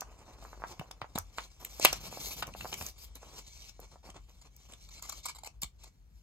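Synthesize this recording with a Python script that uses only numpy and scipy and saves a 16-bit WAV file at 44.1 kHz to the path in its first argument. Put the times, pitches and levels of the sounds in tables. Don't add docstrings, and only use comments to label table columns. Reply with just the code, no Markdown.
import sys
import numpy as np
from scipy import signal
from scipy.fft import rfft, irfft, next_fast_len
from scipy.io import wavfile
from scipy.ndimage import uniform_filter1d

SR = 44100
rng = np.random.default_rng(int(sys.argv[2]) if len(sys.argv) > 2 else 0)


def master_out(mix):
    frames = np.transpose(np.atleast_2d(mix))
    ceiling = np.clip(frames, -1, 1)
    pcm = np.round(ceiling * 32767).astype(np.int16)
    wavfile.write(sys.argv[1], SR, pcm)


N = 274302
TIME = np.arange(N) / SR

# (frequency [Hz], gain [dB])
RUMBLE_EQ = [(30, -22), (48, 7), (62, -3.5), (85, -14), (135, -17), (230, -28), (500, -45.5), (1500, -61)]
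# (frequency [Hz], gain [dB])
AIR_EQ = [(200, 12), (1000, 7), (3000, 0), (8000, -9), (16000, -10.5)]
# (time [s], peak [dB], pitch [Hz], 60 dB decay [s])
TABLE_KNOCKS = [(0.796, -31, 156, 0.054), (1.021, -36.5, 123, 0.04), (1.156, -23, 204, 0.021),
                (1.182, -40.5, 86, 0.24), (2.811, -30.5, 88, 0.044), (5.632, -38.5, 164.6, 0.05),
                (5.646, -36, 56.6, 0.13)]
# (time [s], hiss [dB], flex [dB], sheen [dB])
SHEET_STIRRING = [(0,-66,-58.5,-79.5),(1.0,-70.5,-63.5,-81),(1.5,-63,-71,-78),(3.4,-65.5,-69.5,-85),(4.0,-73.5,-83.5,-86.5),(4.599,-69.5,-77,-80),(5.549,-82,-82,-93),(6.199,-78,-90.5,-82.5)]
# (start [s], length [s], hiss [dB], flex [dB], sheen [dB])
SHEET_BRUSHES = [(0.413,0.11,-58,-56.5,-66),(0.663,0.059,-51,-49,-60.5),(1.319,0.13,-50.5,-57.5,-63),
                 (1.593,0.073,-49.5,-50,-55),(1.681,0.21,-47.5,-55.5,-54),(1.8,0.067,-30,-43,-46),(1.858,0.028,-34,-46,-54),(1.9,0.068,-46,-58,-54),(1.997,0.083,-44.5,-49.5,-50.5),(2.101,0.12,-44,-51,-50),
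                 (2.206,0.078,-37.5,-47.5,-40),(2.305,0.024,-36,-46,-40.5),(2.361,0.043,-44,-50.5,-45),(2.462,0.029,-62,-46.5,-61),(2.548,0.16,-49.5,-55.5,-51.5),(2.714,0.028,-40,-43.5,-47),(2.759,0.13,-43.5,-52.5,-46),
                 (2.977,0.071,-47.5,-63,-50.5),(3.149,0.017,-48.5,-52.5,-52),(3.214,0.128,-50,-50,-62.5),(3.356,0.037,-45.5,-52,-55),(3.434,0.26,-53,-68,-65.5),(3.807,0.044,-54.5,-51.5,-68),(3.912,0.032,-56,-55.5,-69.5),
                 (4.026,0.077,-53.5,-51,-69),(4.141,0.024,-49.5,-44,-73),(4.284,0.016,-64.5,-60.5,-73.5),(4.444,0.022,-59.5,-56.5,-80),(4.685,0.053,-57.5,-55,-72),(4.802,0.046,-56,-71.5,-70),(4.904,0.083,-52,-63,-67.5),
                 (5.012,0.17,-48.5,-59,-58.5),(5.227,0.078,-48.5,-67.5,-64),(5.781,0.098,-58.5,-65.5,-74)]
# (frequency [Hz], gain [dB])
HISS_EQ = [(700,-20.5),(1750,-14),(2350,-2),(3100,-2),(4450,-5),(5400,-0.5),(7100,-2),(8700,-6.5),(10500,-19.5),(13000,-36)]
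# (frequency [Hz], gain [dB])
FLEX_EQ = [(80, 6.5), (250, 2), (550, 3), (1100, 2), (1700, -12), (2600, -9), (6000, -55)]
# (frequency [Hz], gain [dB])
SHEEN_EQ = [(6000,-31),(9500,-2.5),(12000,3.5),(15000,-1),(16000,-8)]
# (time [s], peak [dB],
# pitch [Hz])
BUCKLE_POPS = [(0.019, -33.5, 980), (0.45, -39.5, 1030), (0.53, -39.5, 1050), (0.62, -37.5, 1030),
               (0.638, -26.5, 1070), (0.812, -35.5, 700), (0.91, -41, 970), (1.016, -28.5, 990),
               (1.0171, -36, 2320), (1.043, -37, 920), (1.157, -32.5, 740), (1.178, -26.5, 1020),
               (1.383, -27.5, 1140), (1.384, -30, 2460), (1.797, -30.5, 604), (1.849, -14.5, 700),
               (1.857, -29, 820), (1.928, -30, 646), (2.126, -37, 755), (2.172, -35.5, 690),
               (2.425, -27, 1040), (2.549, -37, 760), (2.608, -40, 1480), (2.646, -33.5, 750),
               (2.654, -32, 970), (2.727, -35.5, 880), (2.812, -35, 1040), (3.23, -42, 766),
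               (3.793, -42, 599), (3.957, -46.5, 800), (5.472, -43.5, 791)]
# (time [s], peak [dB], crackle 60 dB decay [s], crackle against crack [dB])
SHEET_SNAPS = [(0.7958, -35.5, 0.0056, 0.5), (1.8494, -13, 0.015, 0), (1.8563, -24.5, 0.4, 0),
               (1.8653, -30, .09, 0), (1.9284, -35.5, 0.041, 4), (2.4224, -31, 0.031, 18)]
# (frequency [Hz], gain [dB])
SNAP_EQ = [(50,-30),(200,-26),(450,-7),(750,-2),(1250,2.5),(1900,-5),(2500,3.5),(4600,-5.5),(7500,-14),(16000,-19)]
# (time [s], papery peak [dB], crisp peak [dB], glassy peak [dB])
TAPE_TICKS = [(.0074,-41,-33,-40.5),(0.7944,-50,-53,-53),(.912,-44,-40.5,-50),(1.0155,-43,-54,-58),(1.1768,-40,-41,-58),(1.1848,-44,-29.5,-29.5),(1.6485,-39.5,-35,-35),(1.797,-59,-34.5,-42),
              (1.8487,-22,-14.5,-13),(1.855,-14,-23,-35),(1.9286,-53,-25,-32.5),(2.469,-50,-45,-47),(2.538,-43.5,-51,-68),(2.6092,-36.5,-46,-60),(2.728,-32,-39.5,-57),(2.7403,-34.5,-34,-43),
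              (2.8106,-37.5,-40,-54),(2.864,-57,-34,-42.5),(3.154,-70.5,-47,-45),(3.801,-81.5,-55.5,-49),(4.101,-50.5,-47.5,-66),(4.5637,-70.5,-55,-53),
              (4.722,-52.5,-48.5,-64.5),(4.7355,-45.5,-46.5,-63.5),(5.0242,-61,-38.5,-45.5),(5.095,-60,-35,-39),(5.2548,-50.5,-45,-43),(5.473,-45,-42,-55.5),(5.6187,-45,-35.5,-35),(5.6318,-38,-31,-33.5)]
# (time [s], peak [dB])
BLADE_CLACKS = [(1.16, -36), (5.6344, -34.5)]
# (frequency [Hz], relative level [dB], 60 dB decay [s])
STEEL_MODES = [(1180, -10.5, 0.041), (2356, -6, 0.046), (3580, 7.5, 0.0074), (4580, -26, 0.046)]
# (frequency [Hz], width [Hz], gain [dB])
BLADE_MODES = [(2250, 71, 17.5), (4280, 370, 15.5), (5960, 2500, 7.5), (11700, 1600, 4), (14100, 1100, 0)]
# (time [s], tape flap [Hz], its upper ring [Hz], edge squeak [Hz])
CUT_PITCHES = [(1.2,740,2800,7330),(4.95,1140,3290,6870),(5.28,1060,2950,7540),(5.46,870,2920,7370),(5.63,877,3350,7180)]
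# (time [s], length [s], rasp level [dB])
BLADE_SLIPS = [(1.153, 0.0095, -38), (1.375, 0.012, -44.5), (4.411, 0.017, -60.5), (4.886, .011, -55.5),
               (4.946, 0.0068, -59.5), (4.992, 0.0076, -53.5), (5.021, 0.044, -52.5), (5.09, 0.014, -43),
               (5.121, 0.0083, -42.5), (5.255, 0.013, -37.5), (5.283, 0.02, -42.5), (5.347, 0.024, -53.5),
               (5.384, 0.0087, -50.5), (5.433, 0.007, -50), (5.445, 0.0069, -45.5), (5.457, 0.018, -47),
               (5.623, 0.012, -39.5), (5.639, 0.0098, -46), (5.834, 0.012, -52), (5.875, 0.0056, -61.5)]
# (frequency [Hz], phase lead [rad])
PORT_PHASE = [(0,0.5),(1100,0.07),(3000,-2.5),(4900,-0.87),(5800,-4.5),(7000,-5.5),(13000,0),(14000,-0.96),(16000,4.5)]
# (frequency [Hz], level [dB])
PORT_LEVEL = [(200,-0.5),(900,-1.5),(2000,0),(2800,1.5),(4800,4),(7500,0)]


def amp(db):
    return 10 ** (np.asarray(db) / 20)


def unit(x):
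    return x / np.sqrt(np.mean(x ** 2))


def peak(x):
    return x / np.sqrt(uniform_filter1d(np.mean(x ** 2, axis=0), size=88).max())


def add(out, start, x):
    i = max(int(start * SR), 0)
    out[:, i:i + x.shape[1]] += x[:, :N - i]


def ring(x, hz, width):
    return signal.lfilter(*signal.iirpeak(hz, hz / width, fs=SR), x)


def band(x, lo_hz, hi_hz):
    edges = [lo_hz, min(hi_hz, SR / 2 - 1)]
    return signal.sosfilt(signal.butter(2, edges, "band", fs=SR, output="sos"), x)


def colour(x, points, size=4096):
    hz, db = np.transpose(points)
    grid = np.maximum(np.fft.rfftfreq(size, 1 / SR), 1)
    cepstrum = irfft(np.log(amp(np.interp(np.log(grid), np.log(hz), db))))
    cepstrum[1:size // 2] *= 2
    cepstrum[size // 2 + 1:] = 0
    impulse = irfft(np.exp(rfft(cepstrum)))
    return signal.fftconvolve(x, impulse[None], axes=1)[:, :x.shape[1]]


def grains(n, rate, spread_db):
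    count = int(rate * n / SR) + 1
    place, chance = rng.random((count, 2)).T
    strength = amp(-spread_db * np.log(.01 + .99 * chance)) * rng.choice([-1, 1], count)
    return np.tile(np.bincount((place * n).astype(int), strength, n), (2, 1))


def strike(t60, tail_db, size=8192):
    t = np.arange(size) / SR
    flutter = band(grains(size, rate=19000, spread_db=3.2), 650, 20000)
    x = flutter * amp(-60 * t / t60) * np.minimum(t / 0.0064, 1)
    x *= amp(tail_db) / np.sqrt(np.sum(x ** 2) / 2)
    x[:, 0] += 1
    return x


def wander(rate):
    hold = int(SR / rate)
    steps = np.repeat(rng.standard_normal(N // hold + 1), hold)
    return unit(uniform_filter1d(steps, hold))[:N]


def patches(x, sway_db=4, size=256):
    spectrum = signal.stft(x, nperseg=size)[2]
    sway = uniform_filter1d(rng.standard_normal(spectrum.shape), size=2, axis=1)
    sway = uniform_filter1d(sway, size=14, axis=2)
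    return signal.istft(spectrum * amp(sway_db * unit(sway)))[1][:, :x.shape[1]]


def room_tone():
    rumble = unit(colour(rng.standard_normal(N) + 0.067 * rng.standard_normal((2, N)), RUMBLE_EQ))
    air = unit(colour(rng.standard_normal((2, N)), AIR_EQ))
    return rumble * amp([[-53.5], [-57]]) + air * amp(-78)


def room_reverb(x, t60, wet_db):
    t = np.arange(SR // 2) / SR
    tail = rng.standard_normal((2, len(t))) * amp(-60 * t / t60) * (t > .004)
    tail = signal.lfilter(*signal.butter(1, [600, 5500], "band", fs=SR), tail)
    tail *= amp(wet_db) / np.sqrt(np.sum(tail ** 2) / 2)
    return x + signal.fftconvolve(x, tail, axes=1)[:, :N]


def table_knocks():
    out = np.zeros((2, N))
    t = np.arange(SR // 2) / SR
    for start, db, hz, t60 in TABLE_KNOCKS:
        thud = amp(db - 60 * t / t60) * np.sin(2 * np.pi * hz * t)
        add(out, start, thud[None])
    return out


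def sheet_flutter(start_s=1.78, end_s=2.87, level_db=-55.5):
    held = uniform_filter1d(1. * ((TIME > start_s) & (TIME < end_s)), size=SR // 20)
    flaps = unit(band(grains(N, rate=160, spread_db=2), 70, 190))
    return amp(level_db) * held * flaps


def rubbing_envelopes(attack_share=0.14, swell_db=3.5, release_s=0.014):
    times, *levels = np.transpose(SHEET_STIRRING)
    sway_db = 2.5 * wander(rate=9)
    power = amp([np.interp(TIME, times, db) + sway_db for db in levels]) ** 2
    for start, length, *brush_db in SHEET_BRUSHES:
        t = np.arange(int((length + .15) * SR)) / SR
        attack = np.minimum(t / (attack_share * length), 1)
        swell = amp(swell_db * (np.minimum(t / length, 1) - 2))
        release = np.exp(-np.maximum(t - length, 0) / release_s)
        add(power, start, np.outer(amp(brush_db), attack * swell * release) ** 2)
    return np.sqrt(power)


def sheet_rubbing():
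    hiss_gain, flex_gain, sheen_gain = rubbing_envelopes()
    grip_db = 1.9 * wander(rate=55)
    fibres = unit(grains(N, rate=14000, spread_db=3))
    crinkles = unit(grains(N, rate=320, spread_db=3.6))
    edges = fibres + amp(-7.5) * crinkles
    blades = sum(amp(db) * ring(edges, hz, width) for hz, width, db in BLADE_MODES)
    edges = patches(edges + amp(-14.5 + 4 * wander(rate=6)) * blades)
    hiss = hiss_gain * unit(colour(edges, HISS_EQ))
    sheen = sheen_gain * unit(colour(edges, SHEEN_EQ))
    flex = flex_gain * unit(colour(grains(N, rate=900, spread_db=2.4), FLEX_EQ))
    return amp(grip_db) * (hiss + sheen + flex)


def sheet_pops():
    out = np.zeros((2, N))
    for start, db, hz in BUCKLE_POPS:
        dent = ring(strike(t60=.04, tail_db=-6), hz, width=0.77 * hz)
        add(out, start + 0.0008, amp(db) * peak(band(dent, 0.061 * hz, 1.2 * hz)))
    return out


def sheet_snaps():
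    out = np.zeros((2, N))
    for start, db, t60, crackle_db in SHEET_SNAPS:
        add(out, start, amp(db) * peak(colour(strike(t60, crackle_db), SNAP_EQ)))
    return out


def tape_ticks(creep_s=0.0016):
    out = np.zeros((2, N))
    lead = SR // 200
    bands_hz = [(2200, 4500), (4600, 8600), (10800, 15500)]
    for start, *levels in TAPE_TICKS:
        creep = 0.11 * rng.standard_normal((2, lead)) * np.exp(np.arange(-lead, 0) / SR / creep_s)
        snag = np.hstack([creep, strike(t60=.006, tail_db=1)])
        click = 0
        for db, (lo, hi) in zip(levels, bands_hz):
            ping = ring(snag, rng.uniform(lo, hi), width=lo / 10)
            click += amp(db) * peak(band(snag + 2 * ping, lo, hi))
        add(out, start + .001 - lead / SR, click)
    return out


def blade_clacks():
    out = np.zeros((2, N))
    t = np.arange(SR // 10) / SR
    for start, db in BLADE_CLACKS:
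        steel = sum(amp(mode_db - 60 * t / t60) * np.sin(2 * np.pi * hz * t)
                    for hz, mode_db, t60 in STEEL_MODES)
        add(out, start, amp(db) * peak(steel[None]))
    return out


def scissor_cuts(squeak_db=-4.5, tear_db=-20.5):
    out = np.zeros((2, N))
    t = np.arange(SR // 12) / SR
    times, *pitches = np.transpose(CUT_PITCHES)
    for start, length, db in BLADE_SLIPS:
        push = np.minimum(t / 0.0041, 1) * np.exp(-np.maximum(t - length, 0) / 0.0024)
        catches = patches(grains(len(t), rate=4500, spread_db=2.3))
        flap_hz, upper_hz, squeak_hz = (np.interp(start, times, hz) for hz in pitches)
        flap = amp(16.5) * ring(catches, flap_hz, width=230)
        flap += amp(8) * ring(catches, upper_hz, width=240)
        blades = sum((-1) ** k * amp(mode_db) * ring(catches, hz * rng.uniform(0.915, 1.05), width)
                     for k, (hz, width, mode_db) in enumerate(BLADE_MODES))
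        rasp = unit(flap + blades)
        squeak = amp(squeak_db) * unit(ring(ring(catches, squeak_hz, width=810), squeak_hz, width=1500))
        tear = amp(tear_db) * unit(band(catches, 4500, 22000))
        add(out, start - .001, push * amp(db) * (rasp + squeak + tear))
    return out


def scene():
    foley = sheet_rubbing() + sheet_flutter() + scissor_cuts() + blade_clacks()
    foley += sheet_pops() + tape_ticks() + sheet_snaps() + table_knocks()
    return room_reverb(foley, t60=0.14, wet_db=-13) + room_tone()


def record(dry):
    low_cut = signal.butter(4, 38, "high", fs=SR, output="sos")
    high_cut = signal.ellip(8, .2, 70, 15700, fs=SR, output="sos")
    size = next_fast_len(N + 4096)
    hz = np.fft.rfftfreq(size, 1 / SR)
    balance_db = np.interp(hz, *np.transpose(PORT_LEVEL))
    lead_rad = np.interp(hz, *np.transpose(PORT_PHASE))
    left = amp(balance_db / 2) * np.exp(.5j * lead_rad)
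    spectrum = rfft(signal.sosfilt(low_cut, dry), size)
    stereo = irfft(spectrum * [left, 1 / left], size)[:, :N]
    return signal.sosfilt(high_cut, np.clip(stereo, -1, 1))


dry = scene()
out = record(dry)
master_out(out)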